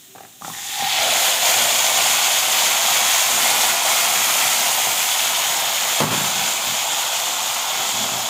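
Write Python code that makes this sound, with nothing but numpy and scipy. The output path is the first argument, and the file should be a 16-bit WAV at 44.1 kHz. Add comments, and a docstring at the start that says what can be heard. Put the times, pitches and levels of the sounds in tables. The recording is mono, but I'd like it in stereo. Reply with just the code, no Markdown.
"""A small kitchen: hot ghee with fried garlic is tipped from a frying pan onto a pot of wet greens.
The garlic patters in first, then water flashes to steam under the fat: big bubbles plop in the
hollow of the pot, small ones crackle, and the foam fizzes and slowly calms. Later the empty pan
is set down, rocks and is nudged, clanking and booming in the stove top. Two unequal microphone
ports pick it all up, through a gain control that ducks on heavy bass."""
import sys
import numpy as np
from scipy import signal
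from scipy.fft import rfft, irfft, next_fast_len
from scipy.io import wavfile
from scipy.ndimage import uniform_filter1d, minimum_filter1d, map_coordinates

SR = 44100
rng = np.random.default_rng(int(sys.argv[2]) if len(sys.argv) > 2 else 0)


def bounce(signal):
    """Save signal as a 16-bit WAV file at the path given by the first command-line argument."""
    frames = np.transpose(np.atleast_2d(signal))
    limited = np.clip(frames, -1, 1)
    pcm = np.round(limited * 32767).astype(np.int16)
    wavfile.write(sys.argv[1], SR, pcm)


N = 365588


def amp(db):
    """Decibels to gain."""
    return 10 ** (np.asarray(db) / 20)


def unit(x):
    """Scale to rms 1."""
    return x / np.sqrt(np.mean(x ** 2) + 1e-20)


def along(points, hz):
    """Read (f/Hz, value) points on a log frequency axis."""
    f, v = np.transpose(points)
    return np.interp(np.log(hz + 1), np.log(f + 1), v)


def curves(rows):
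    """Automation lanes: one value per sample for each column after the time."""
    s, *cols = np.transpose(rows)
    return [np.interp(np.arange(N) / SR, s, c) for c in cols]


def wobble(rate):
    """Smooth random modulation, rate knots a second."""
    return map_coordinates(rng.standard_normal(int(N * rate / SR) + 4), [np.arange(N) * rate / SR])


def filtered(x, response):
    """Filter x by a function of frequency."""
    m = next_fast_len(N + SR // 2)
    return irfft(rfft(x, m) * response(np.fft.rfftfreq(m, 1 / SR)), m)[..., :N]


def coloured(x, spectrum):
    """EQ x with (f/Hz, level/dB) points and scale to rms 1."""
    return unit(filtered(x, lambda hz: amp(along(spectrum, hz))))


def resonance(hz, centre_hz, width_hz):
    """Band-pass response of one resonator."""
    return 1j * hz * width_hz / (centre_hz ** 2 - hz ** 2 + 1j * hz * width_hz)


def decay(t, t60):
    """An envelope that falls 60 dB in t60 seconds."""
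    return amp(-60 * t / t60)


def add(track, s, sound):
    """Mix a sound into a track at time s."""
    part = track[round(s * SR):][:len(sound)]
    part += sound[:len(part)]


def ring(modes, t):
    """One blow on a set of modes, each at a new strength and polarity."""
    partials = (amp(db + rng.normal(0, 1.0)) * decay(t, t60)
                * rng.choice([-1, 1]) * np.sin(2 * np.pi * hz * t) for hz, db, t60 in modes)
    return sum(partials) / np.sqrt(len(modes))


def pops(starts, pitch_hz, life_s, spread_db, rise=0, lag_spread_s=.00014):
    """Bursting bubbles: damped sines of uneven size, each with a stereo lag from its spot in the pot."""
    t = np.arange(int(5 * life_s * SR) + 2) / SR
    size = amp(spread_db * np.minimum(rng.standard_normal(len(starts)), 2.8))
    size *= rng.choice([-1, 1], len(starts))
    phase = 2 * np.pi * pitch_hz[:, None] * t * (1 + rise * t / life_s)
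    waves = np.sin(phase) * np.exp(-t / life_s) * size[:, None]
    lag_s = rng.normal(.00018, lag_spread_s, len(starts))  # the right port hears the pot first
    left_starts = np.abs(starts + np.round(lag_s * SR).astype(int))
    slots = [(at[:, None] + np.arange(len(t))).ravel() for at in (left_starts, starts)]
    return unit(np.array([np.bincount(side, waves.ravel(), N)[:N] for side in slots]))


# colour of the room tone: f/Hz, level/dB
ROOM_TONE = [(24, -52), (40, -48), (94, -5), (296, -5.5), (361, -8), (464, -20), (765, -8), (846, -19),
             (1430, -16), (1580, -16.5), (3700, -7.5), (4750, -15), (6920, -6.5), (10900, -14.5),
             (15800, -10)]


def room_tone():
    """A faint, wide bed of steady kitchen noise."""
    return amp(-41.5) * coloured(rng.standard_normal((2, N)), ROOM_TONE)


# reverb time of the kitchen: f/Hz, t60/s
ROOM_DECAY = [(150, 0.73), (1000, 0.47), (5000, 0.15), (15000, 0.26)]
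# EQ on the reverb return: f/Hz, level/dB
REVERB_EQ = [(150, -12.5), (700, -10.5), (1500, -3.5), (5000, -9), (12000, 0.5)]


def kitchen(x, tails=28):
    """Adds a soft reverb; crossfaded tails keep it changing, as when bubbles and microphone move."""
    room, hop = np.zeros((2, N + SR)), N // (tails - 1) + 1
    padded = np.pad(x, ((0, 0), (hop, 2 * hop)))
    for k in range(tails):
        hz, t, noise = signal.stft(rng.standard_normal((2, SR // 4)), SR, nperseg=256)
        tail = signal.istft(noise * decay(t, along(ROOM_DECAY, hz)[:, None]), SR, nperseg=256)[1]
        tail /= np.linalg.norm(tail[0])
        piece = padded[:, k * hop:(k + 2) * hop] * signal.windows.cosine(2 * hop)
        for track, answer in zip(room, signal.fftconvolve(piece, tail, axes=1)):
            add(track, k * hop / SR, answer)
    return x + filtered(room[:, hop:hop + N], lambda hz: amp(along(REVERB_EQ, hz)))


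def pan_hum(hz=384):
    """The pan hums faintly as it starts to tip."""
    level_db, = curves([(0, -72), (.08, -60), (.14, -49), (.2, -69), (.4, -120)])
    return amp(level_db) * np.sin(2 * np.pi * hz * np.arange(N) / SR + .3 * wobble(20))


# boom of the stove top: f/Hz, level/dB, t60/s
STOVE_MODES = [(102.5, -22, .25), (117.3, -2, 0.35), (159, -2.5, 0.2), (174, -2, 0.17), (214.7, 2, 0.19),
               (257, -1, 0.17), (381, -9.5, 0.28)]
# clank of the pan: f/Hz, level/dB, t60/s
PAN_MODES = [(408, -5, 0.15), (572, -3, 0.12), (695, 2, 0.1), (795, -8, .15), (840, 0, .2), (930, -2, 0.23),
             (1010, 1, 0.11), (1110, 4, 0.074), (1320, -4, 0.12)]
# the pan lands, rocks and is nudged: t/s, relative level/dB, clank over thud/dB, bounce gap/s
PAN_HITS = [(6.003, -6, -1.5, 0.016), (6.067, -12.5, -4, 0.019), (6.11, -16.5, 0, 0.016),
            (6.176, -16.5, -4, .031), (6.259, -26, -12, .02), (6.356, -23, -10, .03),
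            (6.441, -29, -19, .025), (6.671, -27.5, -12, .025), (7.937, -23.5, -13, .037),
            (7.999, -25, -10, .025), (8.118, -21.5, -11, .019)]


def pan_knocks(bounces=3, bounce_loss_db=1):
    """The greasy pan bounces at each knock; each contact booms in the stove top, clanks and scuffs."""
    blows, scuffs, t = np.zeros(N), np.zeros(N), np.arange(SR // 3) / SR
    for s, db, clank_db, gap_s in PAN_HITS:
        for k in range(bounces):
            at_s, thud_db = s + k * gap_s, db - k * bounce_loss_db
            blow = ring(STOVE_MODES, t) + amp(clank_db) * ring(PAN_MODES, t)
            scuff = rng.standard_normal(len(t)) * decay(t, 0.13)
            add(blows, at_s, amp(thud_db - 6) * blow)
            add(scuffs, at_s, amp(thud_db + clank_db + 6) * scuff)
    return blows + filtered(scuffs, lambda hz: 1j * hz / (1j * hz + 200) / (1 + 1j * hz / 900))


# hollow of the pot: f/Hz, width/Hz, level/dB
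POT_MODES = [(514, 20, 6), (547, 26, -8.5), (681, 52, 4), (775, 22, 5), (855, 58, 0), (1020, 27, -1.5)]


def in_pot(x):
    """The hollow of the pot colours a sound with narrow peaks and dips."""
    return filtered(x, lambda hz: 1 + sum((amp(db) - 1) * resonance(hz, centre, width)
                                          for centre, width, db in POT_MODES))


# garlic dropping into the pot, and a knock on the pot at 4.87 s: t/s, relative level/dB, f/Hz, splash over
# slap/dB
POT_HITS = [(.151, -28, 770, -12), (.158, -25.5, 800, 1), (.181, -38, 790, 14), (.206, -26, 780, 1),
            (.233, -34, 790, 9), (0.249, -35.5, 795, 10), (.412, -30, 810, -7), (.421, -18.5, 1160, -15),
            (0.447, -18.5, 1350, 4), (.480, -18, 800, -8), (0.5, -18.5, 1070, -18), (.795, -21, 800, -9),
            (.824, -13, 795, -8), (4.87, -13, 770, -7)]


def splats_and_knocks():
    """Wet pieces of garlic land, and later the pot is knocked, each with a short pitched slap, a dull splash
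    and a soft thud in the stove top."""
    wet, thuds, t = np.zeros(N), np.zeros(N), np.arange(SR // 4) / SR
    for s, db, hz, splash_db in POT_HITS:
        slap = np.sin(2 * np.pi * hz * t) * decay(t, 0.024)
        splash = amp(splash_db) * rng.standard_normal(len(t)) * decay(t, 0.052)
        add(wet, s, amp(db - 3) * (slap + splash))
        add(thuds, s, amp(db - 17.5) * ring(STOVE_MODES, t))
    softened = filtered(wet, lambda hz: 1j * hz / (1j * hz + 200) / (1 + 1j * hz / 3800) ** 4)
    return in_pot(softened) + thuds


# the first thin film of fat sputters until the pool covers it: t/s, relative level/dB
FILM_FADER = [(.42, -62), (.55, -36), (.74, -35), (.85, -33), (1.15, -75), (1.3, -120)]
# the falling stream drums the pot's main note: t/s, level/dB
STREAM_FADER = [(.36, -100), (.43, -42), (.68, -46), (.84, -26), (1.05, -37), (1.2, -100)]


def pouring(film_hz=(1880, 3630)):
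    """The stream sounds the hollow of the pot; the spreading film sputters on two clear pitches."""
    film_db, = curves(FILM_FADER)
    stream_db, = curves(STREAM_FADER)
    starts = rng.integers(0, N, (2, int(400 * N / SR)))
    sputter = sum(pops(at, hz * np.exp(0.045 * rng.standard_normal(len(at))), life_s=0.0022, spread_db=5)
                  for at, hz in zip(starts, film_hz))
    note = unit(filtered(rng.standard_normal(N), lambda hz: resonance(hz, 800, 75) ** 2))
    return amp(film_db - 3) * sputter + amp(stream_db) * note


# big drops of water bursting near the microphone: t/s, peak level/dB
DROP_BURSTS = [(6.511, -12), (7.01, -12), (7.2, -8)]


def spitting():
    """Each big drop bursts with one sharp, bright tick."""
    ticks, t = np.zeros(N), np.arange(SR // 100) / SR
    for s, db in DROP_BURSTS:
        tick = np.diff(rng.standard_normal(len(t) + 1)) * decay(t, .0012)
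        add(ticks, s, amp(db) * tick / np.abs(tick).max())
    return ticks


# surges and lulls of steam: t/s, half length/s, level change/dB
STEAM_SURGES = [(1.25, 0.04, 0.6), (1.375, 0.066, -3), (1.48, 0.076, 2), (3.785, 0.055, -1.3),
                (4.416, 0.066, 1.3), (4.98, 0.051, -2.1), (5.226, .1, 0.2), (6.44, 0.082, 0.6),
                (6.58, 0.059, -2)]


def boil(held_db, build_db_per_s, full_s, calm_s, loss_db, power):
    """Envelope in dB for one bubble size: builds as the fat spreads, holds, then calms as it cools."""
    t = np.arange(N) / SR
    attack_db = build_db_per_s * np.maximum(full_s - t, 0)
    cooling_db = loss_db * np.maximum(t - calm_s, 0) ** power
    surges_db = sum(db * np.exp(-((t - s) / half_s) ** 2) for s, half_s, db in STEAM_SURGES)
    return held_db - attack_db - cooling_db + surges_db


# plop envelope: relative level/dB, attack/(dB/s), full at t/s, calms from t/s, loss 1 s later/dB, power
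PLOP_ENV = (-23, 91, 1.01, 4, 1.53, 0.33)
# the plunging stream makes bigger, deeper bubbles: t/s, f/Hz, pitch scatter/share
PLOP_PITCH = [(.5, 770, 0.039), (.88, 860, 0.063), (1.03, 636, .16), (1.6, 657, 0.23), (2.2, 783, 0.19),
              (8.2, 814, 0.2)]
# colour of the churning mass: f/Hz, level/dB
CHURN_EQ = [(18, -63), (30, -32), (64, -21), (102, -9.5), (182, -9.5), (221, -6), (279, -10), (323, -7.5),
            (455, -8.5), (495, -6), (560, -5.5), (730, -15), (1230, -120)]


def bubbling(rate=950, usual_hz=797, deeper_db_per_octave=7):
    """Big steam bubbles plop in the pot, each bending slightly up, over the low churn of the greens."""
    starts = rng.integers(0, N, int(rate * N / SR))
    centre_hz, scatter = curves(PLOP_PITCH)
    size_db = deeper_db_per_octave * np.log2(usual_hz / centre_hz)  # bigger bubbles are louder
    level_db = boil(*PLOP_ENV) + size_db + 0.44 * wobble(7)
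    pitch_hz = centre_hz[starts] * np.exp(scatter[starts] * rng.standard_normal(len(starts)))
    plops = in_pot(pops(starts, pitch_hz, life_s=0.0025, spread_db=4, rise=0.013, lag_spread_s=.0001))
    plops = coloured(plops, [(60, -52), (200, -24), (430, -14), (550, -3.5),
                             (660, 1), (1000, 3.5), (1150, 1), (2500, -7)])
    churn = coloured(rng.standard_normal(N), CHURN_EQ)
    return amp(level_db - 4.5) * plops + amp(level_db - 19.5 + 2.4 * wobble(7.8)) * churn


# colour of the frying foam: f/Hz, level/dB
FOAM_EQ = [(100, -40), (600, -13.5), (1000, -1), (1400, -2.5), (1720, -4.5), (2150, -1), (2800, -1.5),
           (3350, 3.5), (4100, -2), (5700, -4.5), (6850, 1.5), (8300, -7), (11200, -13), (13600, -11.5),
           (15800, -9)]


def foam(lo_hz, hi_hz, rate, life_s, spread_db):
    """A swarm of small bubbles of one size class, rate a second."""
    starts = rng.integers(0, N, int(rate * N / SR))
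    return coloured(pops(starts, rng.uniform(lo_hz, hi_hz, len(starts)), life_s, spread_db), FOAM_EQ)


# envelopes of the sizzle layers, dark to bright:
# relative level/dB, attack/(dB/s), full at t/s, calms from t/s, loss 1 s later/dB, power
COARSE_ENV = (-16, 51, 0.97, 4.5, 2.5, 0.82)
CRACKLE_ENV = (-13.5, 61, 0.9, 2.1, 1.5, 0.72)
FIZZ_ENV = (-14.0, 20, 1.24, 4.5, 3, 0.47)
SPRAY_ENV = (-15.5, 20.5, 1.2, 5, 3.5, 0.66)


def sizzle():
    """Five sizes of bubbles and stray droplets burst in the fat; spurts of steam move them together."""
    spurts_db = 0.43 * wobble(11) + 0.43 * wobble(45)
    simmer = foam(1236, 1530, rate=1100, life_s=0.0014, spread_db=3.5)
    simmer *= amp(boil(*PLOP_ENV) - 10)
    coarse = foam(1784, 2990, rate=3600, life_s=0.00084, spread_db=4)
    coarse *= amp(boil(*COARSE_ENV) - 8 + 0.41 * wobble(14))
    crackle = foam(2970, 5300, rate=7000, life_s=0.0003, spread_db=4)
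    crackle *= amp(boil(*CRACKLE_ENV) - 7 + 0.41 * wobble(14))
    fizz = foam(5170, 9520, rate=8000, life_s=0.00028, spread_db=3)
    fizz *= amp(boil(*FIZZ_ENV) - 6 + 0.56 * wobble(29))
    spray = foam(8870, 14360, rate=7500, life_s=0.00018, spread_db=3)
    spray *= amp(boil(*SPRAY_ENV) - 7.5 + 0.33 * wobble(10))
    droplets = foam(4000, 13000, rate=52, life_s=.00015, spread_db=4)
    droplets *= amp(boil(*FIZZ_ENV) - 22)
    return (simmer + coarse + crackle + fizz + spray + droplets) * amp(spurts_db)


def scene():
    """Pot and pan in the kitchen reverb, over the room tone."""
    contact, = curves([(.38, 0.033), (.48, 0.98)])  # the fat reaches the greens
    pot = contact * (bubbling() + sizzle()) + pouring() + spitting()
    foley = splats_and_knocks() + pan_knocks() + pan_hum()
    # small things radiate no deep bass
    foley = filtered(foley, lambda hz: (hz ** 2 / (hz ** 2 - 78 ** 2 - 1.3j * 78 * hz)) ** 2)
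    return kitchen(pot + foley) + room_tone()


# how the pot lies before the left port: t/s, left minus right/dB, extra port resonance/dB
PORT_AIM = [(.6, 3, 0), (1.1, 1.5, -0.5), (1.7, -1, 0), (2.6, 1.2, -1), (3.7, 0.7, -2.5), (4.6, 2.5, -2.5),
            (5.3, 2, -0.5), (7, 2.5, 0), (8.2, 1.5, 2)]
# tonal mismatch of the ports: f/Hz, left minus right/dB
PORT_BALANCE = [(200, -1.5), (400, -2), (550, -3.5), (900, -6), (1250, -2.5), (1700, -4), (2400, -2.5),
                (3300, 5), (4600, -2.5), (6900, 5), (9500, -3.5), (13500, 5)]
# resonances of the left port: f/Hz, width/Hz
PORT_PEAKS = [(3420, 760), (6850, 1400), (13500, 500)]


def ports(x):
    """Two unequal microphone ports; the left one resonates more when it faces the pot."""
    aim_db, resonance_db = curves(PORT_AIM)
    left, right = filtered(x, lambda hz: amp(np.array([[1], [-1]]) * along(PORT_BALANCE, hz) / 2))
    whistle = filtered(left, lambda hz: sum(resonance(hz, *peak) for peak in PORT_PEAKS))
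    left = left + (amp(resonance_db) - 1) * whistle
    return np.array([left * amp(aim_db / 2), right * amp(-aim_db / 2)]) * amp(-.28 * resonance_db)


def ducker(x, threshold_db=-22, look_ahead_s=0.0064, hold_s=.07):
    """A gain control keyed from the bass ducks just before a heavy blow."""
    bass = filtered(x.mean(0), lambda hz: np.exp(2j * np.pi * hz * look_ahead_s) / (1 + (hz / 350) ** 4))
    level = np.sqrt(np.abs(uniform_filter1d(bass ** 2, int(0.013 * SR))) + 1e-12)
    hold = int(hold_s * SR)
    gain = minimum_filter1d(np.minimum(1, amp(threshold_db) / level), hold, origin=hold // 2 - 1)
    return x * uniform_filter1d(gain, int(0.005 * SR))


def record(dry):
    """The microphone chain: ports, ducker, soft clip and band limits."""
    low_cut_hz, top_hz = 25, 15550
    x = ducker(ports(dry))
    x = x / (1 + (x / .93) ** 10) ** (1 / 10)
    return filtered(x, lambda hz: (1j * hz / (1j * hz + low_cut_hz)) ** 2 / (1 + (hz / top_hz) ** 300))


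dry = scene()
out = record(dry)
bounce(out)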